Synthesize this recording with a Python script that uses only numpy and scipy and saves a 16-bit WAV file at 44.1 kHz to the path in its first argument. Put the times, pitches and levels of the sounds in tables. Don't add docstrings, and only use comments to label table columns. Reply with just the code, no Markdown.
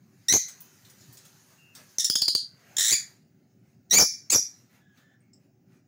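import sys
import numpy as np
from scipy import signal
from scipy.fft import rfft, irfft, next_fast_len
from scipy.io import wavfile
from scipy.ndimage import uniform_filter1d, minimum_filter1d, map_coordinates

SR = 44100
rng = np.random.default_rng(int(sys.argv[2]) if len(sys.argv) > 2 else 0)


def rack_gain(trim_db):
    fader = np.asarray(trim_db, float)
    return 10 ** (fader / 20)


def wrap_up_sound(samples):
    columns = np.atleast_2d(samples).T
    tamed = np.clip(columns, -1, 1)
    steps = np.round(tamed * 32767).astype(np.int16)
    wavfile.write(sys.argv[1], SR, steps)


N = 259175


def unit(x):
    return x / np.sqrt(np.mean(np.abs(x) ** 2) + 1e-20)


def along(points, hz):
    f, v = np.transpose(points)
    return np.interp(np.log(hz + 1), np.log(f + 1), v)


def filtered(x, response):
    m = next_fast_len(len(x) + 8192)
    return irfft(rfft(x, m) * response(np.fft.rfftfreq(m, 1 / SR)), m)[:len(x)]


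def add(track, s, sound):
    track[round(s * SR):][:len(sound)] += sound


def rush(spectrum, patchy_db, size):
    z = signal.stft(rng.standard_normal(N + 512), nperseg=512)[2]
    field = uniform_filter1d(rng.standard_normal(z.shape), size[0], 0)
    field = uniform_filter1d(field, size[1], 1)
    noise = signal.istft(z * rack_gain(patchy_db * unit(field)), nperseg=512)[1][:N]
    return unit(filtered(noise, lambda hz: rack_gain(along(spectrum, hz))))


# frequency in Hz, relative density in dB per Hz.
HUM_SPECTRUM = [(24, -66), (40, -47), (75, -13.5), (113, 1), (269, -9.5), (345, -18.5), (382, -9.5),
                (407, -26), (800, -27.5), (1040, -53), (1760, -120)]
HUM_DB, HUM_WAVER_DB, WAVERS_A_SECOND = -59, 1.8, 6


def house_hum():
    t = np.arange(N) / SR
    waver = map_coordinates(rng.standard_normal(100), [t * WAVERS_A_SECOND])
    return rack_gain(HUM_DB + HUM_WAVER_DB * waver) * rush(HUM_SPECTRUM, patchy_db=2.5, size=(3, 6))


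# frequency in Hz, relative density in dB per Hz.
HISS_SPECTRUM = [(530, -40.5), (900, -19), (1530, -16.5), (1660, -7.5), (3620, -34.5), (3750, -13),
                 (4280, -30), (4880, -5.5), (12600, -38.5), (15800, -5)]
HISS_DB = -77.5


def quiet_hiss():
    return rack_gain(HISS_DB) * rush(HISS_SPECTRUM, patchy_db=3.5, size=(3, 14))


# frequency in Hz, relative level in dB.
STIR_SPECTRUM = [(290, -16), (500, -10), (1080, -12), (1380, -9), (1680, -9), (2660, -12.5), (3200, -19),
                 (4160, -38), (7040, -120)]
# frequency in Hz, relative level in dB.
RUSTLE_SPECTRUM = [(1760, -27.5), (3000, -12.5), (4280, -3.5), (5770, -4), (6440, 2), (7880, -8.5),
                   (12400, -3), (14900, -5.5), (15800, -30)]
# time in seconds, rustle level in dB.
ACTIVITY = [(0, -76.5), (.26, -66), (.58, -59), (.85, -61.5), (1.14, -58), (1.43, -61.5), (1.6, -65.5),
            (1.73, -70.5), (1.77, -59.5), (1.95, -59.5), (2.6, -87), (3.1, -62), (3.26, -80.5),
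            (3.88, -82.5), (4.6, -66.5), (4.9, -92), (5.15, -87), (5.87, -84.5)]
# centre in seconds, 1/e half-length in seconds, stir level in dB.
SHUFFLES = [(1.53, 0.037, -70), (1.804, 0.039, -63), (2.743, 0.18, -60.5), (3.7, 0.064, -80.5),
            (4.763, 0.05, -67), (4.993, 0.045, -67.5), (5.444, 0.039, -82), (5.745, 0.049, -75)]
STIR_DB, STIR_FOLLOWS = -24.5, 0.7
SHUFFLE_DULL_DB = 2


def stirring_and_rustle():
    t = np.arange(N) / SR
    busy_db = np.interp(t, *np.transpose(ACTIVITY))
    shuffles = sum(rack_gain(db) * np.exp(-((t - s) / length) ** 2) for s, length, db in SHUFFLES)
    stir_gain = rack_gain(STIR_DB + STIR_FOLLOWS * busy_db) + shuffles
    rustle_gain = rack_gain(busy_db) + rack_gain(-SHUFFLE_DULL_DB) * shuffles
    stir = stir_gain * rush(STIR_SPECTRUM, patchy_db=2.8, size=(2, 22))
    return stir + rustle_gain * rush(RUSTLE_SPECTRUM, patchy_db=2.2, size=(8, 12))


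# frequency in Hz, 60 dB decay time in seconds.
ROOM_DECAY = [(300, 0.077), (1500, 0.4), (2500, 0.17), (4000, 0.22), (7000, 0.18), (10000, 0.17),
              (16000, 0.15)]
LATE_DB, LATE_STRETCH = -31.5, 2.5


def room(x):
    hz, t, z = signal.stft(rng.standard_normal(SR // 2), SR, nperseg=256)
    t60 = along(ROOM_DECAY, hz)[:, None]
    near = rack_gain(-60 * t / t60)
    beyond = rack_gain(LATE_DB - 60 * t / LATE_STRETCH / t60)
    tail = signal.istft(z * (near + beyond), SR, nperseg=256)[1]
    tail = tail * (1 - np.exp(-np.arange(len(tail)) / SR / 0.00027))
    return signal.fftconvolve(x, tail / np.linalg.norm(tail))


def placed(x, wet_db):
    wet = rack_gain(wet_db) * room(x)
    return wet + np.pad(x, (0, len(wet) - len(x)))


# frequency in Hz, mean relative level in dB, 60 dB decay time in seconds.
WIRE_MODES = [(1000, -18, .35), (1410, -20, .35), (3040, -12, .9), (5050, -13, .7), (9900, -13, .25),
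              (10470, -12, .25), (13880, 0, .18), (14840, -6, .18)]
# start in seconds, relative level in dB, brightest frequency
# in Hz, gain of the wire ring against the crack in dB.
TICKS = [(0.4828, -24, 6800, -61), (0.6053, -30.5, 13700, -22), (0.8489, -36, 4570, -24),
         (0.8986, -37, 7900, -39), (1.0076, -40.5, 4450, -35), (1.1263, -34.5, 14600, -38),
         (1.1712, -34, 7290, -53), (1.252, -34.5, 6500, -34.5), (1.751, -27, 5380, -40.5),
         (4.9738, -47.5, 3710, -35), (5.3305, -58, 7520, -32), (5.7216, -54.5, 1830, -43)]


def cage():
    track, t = np.zeros(N + SR), np.arange(SR // 4) / SR
    for s, db, brightest_hz, ring_db in TICKS:
        def colour(f):
            high_pass = (1j * f / 1500) / (1 + 1j * f / 1500)
            resonance = 1 / (1 + 1.6j * (f / brightest_hz - brightest_hz / (f + 1)))
            return high_pass * (0.23 + resonance)

        crack = filtered(rack_gain(-60 * t / 0.011) * rng.standard_normal(len(t)), colour)
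        ring = np.zeros(len(t))
        for f, level, t60 in WIRE_MODES:
            ring += rack_gain(level + rng.normal(0, 1.82) - 60 * t / t60) * np.sin(2 * np.pi * f * t)
        add(track, s, rack_gain(db - 9) * placed(crack + rack_gain(ring_db) * ring, wet_db=10.0))
    return track[:N]


def smooth_noise(rows, count, size):
    white = rng.standard_normal((rows, count))
    return unit(signal.fftconvolve(white, np.hanning(size)[None], "same", axes=1))


def beak_peak(hz, centre):
    return 1 / (1 + ((hz - centre) / 700) ** 2)


# frequency in Hz, gain in dB.
THROAT = [(1000, -43.5), (1600, -8.5), (2300, -3.5), (2900, -1.5), (3500, 2.5), (6000, -3.5), (8000, -7.5),
          (9500, -1.5), (12500, -5.5), (14000, -21), (16000, -7)]
# frequency in Hz, relative level in dB.
BREATH = [(2500, -45.5), (3600, -28.5), (4500, -22.5), (6800, -3.5), (8500, -22), (12500, -17),
          (16000, -17)]


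def syllable(rows, beak_hz, thin=1, halfway_db=-20, beak_db=15):
    when, *controls = np.transpose(rows)
    t = np.arange(round((when[-1] - when[0]) * SR)) / SR
    note, db, rough = [np.interp(t + when[0], when, c) for c in controls]
    rough = np.clip(rough, 0, 1)
    order = np.arange(1, 19)[:, None] / 2
    pitch = note * (1 + .03 * rough * smooth_noise(1, len(t), size=120)[0])
    hz = order * pitch

    gain = rack_gain(along(THROAT, hz)) * (1 + rack_gain(beak_db) * beak_peak(hz, beak_hz(note))) * (hz < 17000)
    gain = gain * np.where(order == 1, np.clip(1 - thin * rough * 3000 / note, .05, 1), 1)
    halfway = rack_gain(halfway_db) * np.clip(rough / .35, 0, 1) ** 2 * (note < 3500)
    gain = gain * np.where(order % 1, halfway, 1)

    phase = 2 * np.pi * (order * np.cumsum(pitch) / SR + rng.random(order.shape))
    share = np.clip(rough * hz / 6000, 0, 1)
    shake_sin = share * smooth_noise(len(order), len(t), size=90)
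    shake_cos = share * smooth_noise(len(order), len(t), size=90)
    tone = gain * ((1 - share + shake_sin) * np.sin(phase) + shake_cos * np.cos(phase))

    breath = unit(filtered(rng.standard_normal(len(t)),
                           lambda f: rack_gain(along(BREATH, f)) + beak_peak(f, beak_hz(note.mean())) ** 2))
    edges = np.sin(np.pi / 2 * np.clip(np.minimum(t / 0.0035, (t[-1] - t) / 0.0015), 0, 1)) ** 2
    return rack_gain(db) * edges * (unit(tone.sum(0)) + .5 * rough * breath)


def sing(track, rows, beak_hz, wet_db, **voice):
    add(track, rows[0][0], placed(syllable(rows, beak_hz, **voice), wet_db))


# start in seconds, length in seconds, pitch in Hz,
# level in dB, roughness from 0 to 1.
FAINT_SOUNDS = [(1.58, .15, 2780, -73, .15), (1.58, .15, 2620, -74, .15), (4.69, .09, 1950, -77, .9),
                (4.8, .14, 1680, -78, .9), (4.98, .165, 1750, -75, .9), (5.2, .09, 2150, -81, .7),
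                (5.203, .005, 8570, -69, .3), (5.331, .01, 5200, -63, .4), (5.331, .008, 7650, -63, .4)]


def faint_sounds(track):
    for s, length, hz, db, rough in FAINT_SOUNDS:
        rows = [(s, hz, db, rough), (s + length, hz, db, rough)]
        sing(track, rows, lambda note: note, wet_db=3, thin=0, beak_db=40)


# start in seconds, length in seconds, first pitch in Hz, level in dB,
# beak resonance in Hz.
CHATTER = [(1.983, 0.0039, 2130, -10.5, 6100), (1.995, 0.014, 1864, -18.5, 5930),
           (2.043, 0.0071, 1900, -17, 6880), (2.097, 0.0059, 1687, -18, 5670),
           (2.153, 0.0053, 1708, -9, 6760), (2.217, 0.0043, 1739, -14.5, 6500),
           (2.281, 0.0051, 1746, -23, 7200), (2.349, 0.0039, 1656, -15.5, 7430)]
CHATTER_ROUGH, CHATTER_SAG = 0.55, .045


def chatter(track):
    for s, length, hz, db, beak_hz in CHATTER:
        rows = [(s, hz, db, CHATTER_ROUGH), (s + length, hz * (1 - CHATTER_SAG), db, CHATTER_ROUGH)]
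        sing(track, rows, lambda _: beak_hz, wet_db=-0.5, thin=0.8)


# time in seconds, pitch in Hz at the start of a pulse,
# mean level in dB.
ROLL_COURSE = [(2.766, 1532, -21), (2.78, 1554, -15.5), (2.803, 1578, -14), (2.829, 1550, -20),
               (2.858, 1580, -18), (2.9, 1653, -16.5), (2.926, 2056, -10)]
ROLL_START_S, ROLL_PULSES = 2.7661, 17
FIRST_GAP_S, LAST_GAP_S = .015, .0083
GAP_SHRINK, GAP_SCATTER_S = .7, .0004
PULSE_S, PULSE_RISE = .0065, 1.33
PULSE_SCATTER_DB = 1.5


def rolled_call(track):
    gaps = LAST_GAP_S + (FIRST_GAP_S - LAST_GAP_S) * GAP_SHRINK ** np.arange(ROLL_PULSES)
    starts = ROLL_START_S + np.cumsum(gaps) - gaps
    when, start_hz, level_db = np.transpose(ROLL_COURSE)
    for s, (late, size) in zip(starts, rng.standard_normal((ROLL_PULSES, 2))):
        hz = np.interp(s, when, start_hz)
        db = np.interp(s, when, level_db) + PULSE_SCATTER_DB * size
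        s += GAP_SCATTER_S * late
        rows = [(s, hz, db, .45), (s + PULSE_S, PULSE_RISE * hz, db, .45)]
        sing(track, rows, lambda _: 7000, wet_db=0.8, thin=0.15, halfway_db=-20.5)


# start in seconds, length in seconds,
# first pitch in Hz, last pitch in Hz, first level in dB.
HIGH_TONES = [(0.335, .033, 6204, 6350, -4.5), (2.047, 0.013, 5590, 5240, -20.5),
              (2.097, .006, 5470, 4854, -7), (2.157, 0.0074, 5350, 4728, -9.5),
              (2.217, .007, 5162, 4390, -7.5), (2.279, 0.0092, 5074, 4452, -7.5),
              (2.348, 0.0076, 5045, 4410, -7.5), (3.983, 0.021, 5901, 6217, 1), (4, 0.03, 5210, 5570, -2.5),
              (4.33, 0.0043, 5850, 5900, -2), (4.344, .022, 5900, 5609, -3.5)]
HIGH_ROUGH, HIGH_FADE_DB = 0.44, 4.5


def whistles_and_ringing_overtones(track):
    for s, length, first_hz, last_hz, db in HIGH_TONES:
        rows = [(s, first_hz, db, HIGH_ROUGH), (s + length, last_hz, db - HIGH_FADE_DB, HIGH_ROUGH)]
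        sing(track, rows, lambda note: note, wet_db=-1)


# time in seconds, pitch in Hz,
# level in dB, roughness from 0 to 1.
LOW_VOICE = [
    [(.283, 1879, -11.5, 0.5), (.293, 1880, -16, 0), (.302, 2064, -14, .05), (.322, 1920, -10.5, .05),
     (.326, 2128, -1.5, 0.5), (.335, 1949, -11, 0.4), (.339, 2372, 0, 0.31), (.343, 2646, -24, 0)],
    [(2.925, 2388, -5.5, 0.1), (2.935, 2305, -13.5, 0.4), (2.945, 2316, -12.5, 0.1)],
    [(3.897, 2107, -50, .8), (3.906, 1938, -50.5, 0.7), (3.911, 1916, -15.5, 0), (3.925, 1929, -12, 0.3),
     (3.94, 2158, -3.5, 0.5), (3.96, 2258, -8, .25), (3.976, 2327, 4, .12), (3.988, 2451, -1, 0.3)],
    [(4.298, 2072, -26, 0), (4.305, 2217, -15, 0.5), (4.309, 2700, -24, 0.4), (4.32, 2547, -15, 0.6),
     (4.325, 2489, -8.5, .5), (4.345, 2324, -12, 0.4)],
]
BEAK_ORDER, BEAK_LOW_HZ, BEAK_TOP_HZ = 3, 5900, 7400


def low_voice(track):
    for rows in LOW_VOICE:
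        sing(track, rows, lambda note: np.clip(BEAK_ORDER * note, BEAK_LOW_HZ, BEAK_TOP_HZ),
             wet_db=-3, thin=0.54, halfway_db=-11.5)


def voices():
    track = np.zeros(N + SR)
    for source in (faint_sounds, chatter, rolled_call, whistles_and_ringing_overtones, low_voice):
        source(track)
    return track[:N]


def scene():
    background = house_hum() + quiet_hiss() + stirring_and_rustle()
    return (background + cage() + voices())[None]


def overload(x, top, knee):
    return np.where(x < 0, x / (1 + np.abs(x / top) ** knee) ** (1 / knee), x)


# frequency in Hz, gain in dB.
PORT_RESPONSE = [(7000, 0), (10000, -4.5), (12500, -9.5), (14000, -3), (15400, 5), (16000, -6)]


def sound_port(x):
    return filtered(x, lambda hz: rack_gain(along(PORT_RESPONSE, hz)))


def gain_control(x, top_db, squeeze, ahead, release_db):
    need_db = -squeeze * np.maximum(20 * np.log10(np.abs(x) + 1e-9) - top_db, 0)
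    need_db = minimum_filter1d(need_db, 2 * round(ahead * SR) + 1)
    ramp = release_db * np.arange(len(x)) / SR
    gain_db = np.minimum.accumulate(need_db - ramp) + ramp
    return x * rack_gain(uniform_filter1d(gain_db, round(ahead * SR)))


TOP_HZ = 15920


def band_edges(hz):
    high_pass = (1j * hz / 62 / (1 + 1j * hz / 62)) ** 4
    return high_pass * np.clip((TOP_HZ - hz) / 150, 0, 1) ** 2


def top_cut(x):
    return signal.sosfilt(signal.butter(12, 16980, fs=SR, output="sos"), x)


def record(dry):
    x = sound_port(overload(dry[0], top=0.32, knee=15))
    x = gain_control(x, top_db=-12.5, squeeze=0.55, ahead=0.0091, release_db=92.5)
    mix = filtered(x, band_edges)[None]
    return top_cut(mix)


dry = scene()
out = record(dry)
wrap_up_sound(out)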